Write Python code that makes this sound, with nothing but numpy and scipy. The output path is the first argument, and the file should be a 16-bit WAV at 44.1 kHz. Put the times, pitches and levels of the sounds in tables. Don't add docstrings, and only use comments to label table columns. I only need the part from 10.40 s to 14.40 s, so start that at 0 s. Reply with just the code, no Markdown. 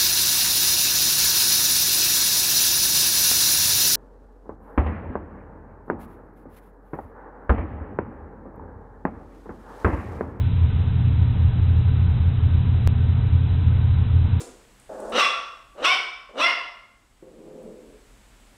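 import sys
import numpy as np
from scipy import signal
from scipy.fft import rfft, irfft
from scipy.io import wavfile

SR = 44100
rng = np.random.default_rng(int(sys.argv[2]) if len(sys.argv) > 2 else 0)


def put_to_file(sound):
    columns = np.atleast_2d(sound).T
    safe = np.clip(columns, -1, 1)
    whole_steps = np.round(safe * 32767)
    wavfile.write(sys.argv[1], SR, whole_steps.astype(np.int16))


N = 176400


def from_db(db):
    return 10 ** (np.asarray(db) / 20)


def unit_rms(x):
    return x / np.sqrt(np.mean(x ** 2) + 1e-20)


def bin_hz():
    return np.maximum(np.arange(N // 2 + 1) * SR / N, 1e-3)


def noise(gain):
    return irfft(rfft(rng.standard_normal(N)) * gain, N) * np.sqrt(SR / 2)


def narrow_noise(centre_hz, half_width_hz):
    offset = (bin_hz() - centre_hz) / half_width_hz
    return unit_rms(noise(1 / (1 + offset ** 2)))


def tone(hz):
    return np.sqrt(2) * np.sin(2 * np.pi * (hz * np.arange(N) / SR + rng.random()))


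def microphone(sound, top_hz=3940, edge_hz=72):
    hiss = noise(from_db(-83))
    whine = from_db(-65) * tone(hz=2630)
    beyond_top = np.maximum(bin_hz() - top_hz, 0) / edge_hz
    response = np.exp(-beyond_top ** 2 / 2)
    impulse = np.fft.fftshift(irfft(response, N))
    half = 1024
    lowpass = impulse[N // 2 - half:N // 2 + half + 1]
    padded = np.pad(sound + hiss + whine, half, "reflect", reflect_type="odd")
    return signal.fftconvolve(padded, lowpass, "valid")


def dry_click(at_s=2.4746, level_db=-11, settle_s=.004):
    age = np.arange(N) / SR - at_s
    settling = (age >= 0) * np.exp(-np.maximum(age, 0) / settle_s)
    return -from_db(level_db) * settling


# (frequency [Hz], level [dB per Hz])
AIR_SPECTRUM = [(12, -59), (22, -63), (45, -53.5), (65, -50.5), (80, -42), (103, -50), (125, -44.5),
                (155, -54.5), (195, -58.5), (268, -59), (310, -67.5), (350, -73.5), (470, -74.5),
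                (620, -78.5), (950, -78.5), (1120, -82.5), (1300, -79), (1700, -88.5), (2400, -100)]


def air_rumble():
    freq = bin_hz()
    curve_hz, curve_db = np.transpose(AIR_SPECTRUM)
    level_db = np.interp(np.log(freq), np.log(curve_hz), curve_db)
    return noise(from_db(level_db) * (freq > 10))


# (centre [Hz], half-width [Hz], level [dB rms])
DEN_RESONANCES = [(171.7, 9, -37.5), (232.1, 9, -45.5), (392.8, 18, -54.5), (437.3, 22, -52.5),
                  (709, 14, -64), (794, 30, -57.5), (919, 20, -61), (953, 14, -59.5), (1003, 16, -59.5),
                  (1063, 14, -64), (1190, 24, -66), (1516, 16, -60.5), (1602, 14, -68)]


def den_ring():
    return sum(from_db(level_db) * narrow_noise(centre_hz, half_width_hz)
               for centre_hz, half_width_hz, level_db in DEN_RESONANCES)


# (frequency [Hz], level [dB rms])
DRONE_TONES = [(19.5, -40), (29.8, -43), (42.7, -42), (49.2, -40), (59.5, -38.5), (68.2, -33.5),
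               (76.4, -34.5), (79.1, -32), (81.7, -31.5), (85.33, -20.5), (90.1, -33.5), (97.5, -27.5),
               (120, -24), (146.4, -40), (167.3, -41.5)]


def ventilation_drone(waver_db=0.8, waver_hz=1.2):
    drone = np.zeros(N)
    for hz, level_db in DRONE_TONES:
        waver = waver_db * narrow_noise(0, waver_hz)
        drone += from_db(level_db + waver) * tone(hz)
    return drone


def scene():
    room = ventilation_drone() + air_rumble() + den_ring()
    return (microphone(room) + dry_click())[None]


def record(dry, stop_hz=17300):
    high_cut = signal.cheby2(12, 70, stop_hz, fs=SR, output="sos")
    return signal.sosfiltfilt(high_cut, dry)


dry = scene()
out = record(dry)
put_to_file(out)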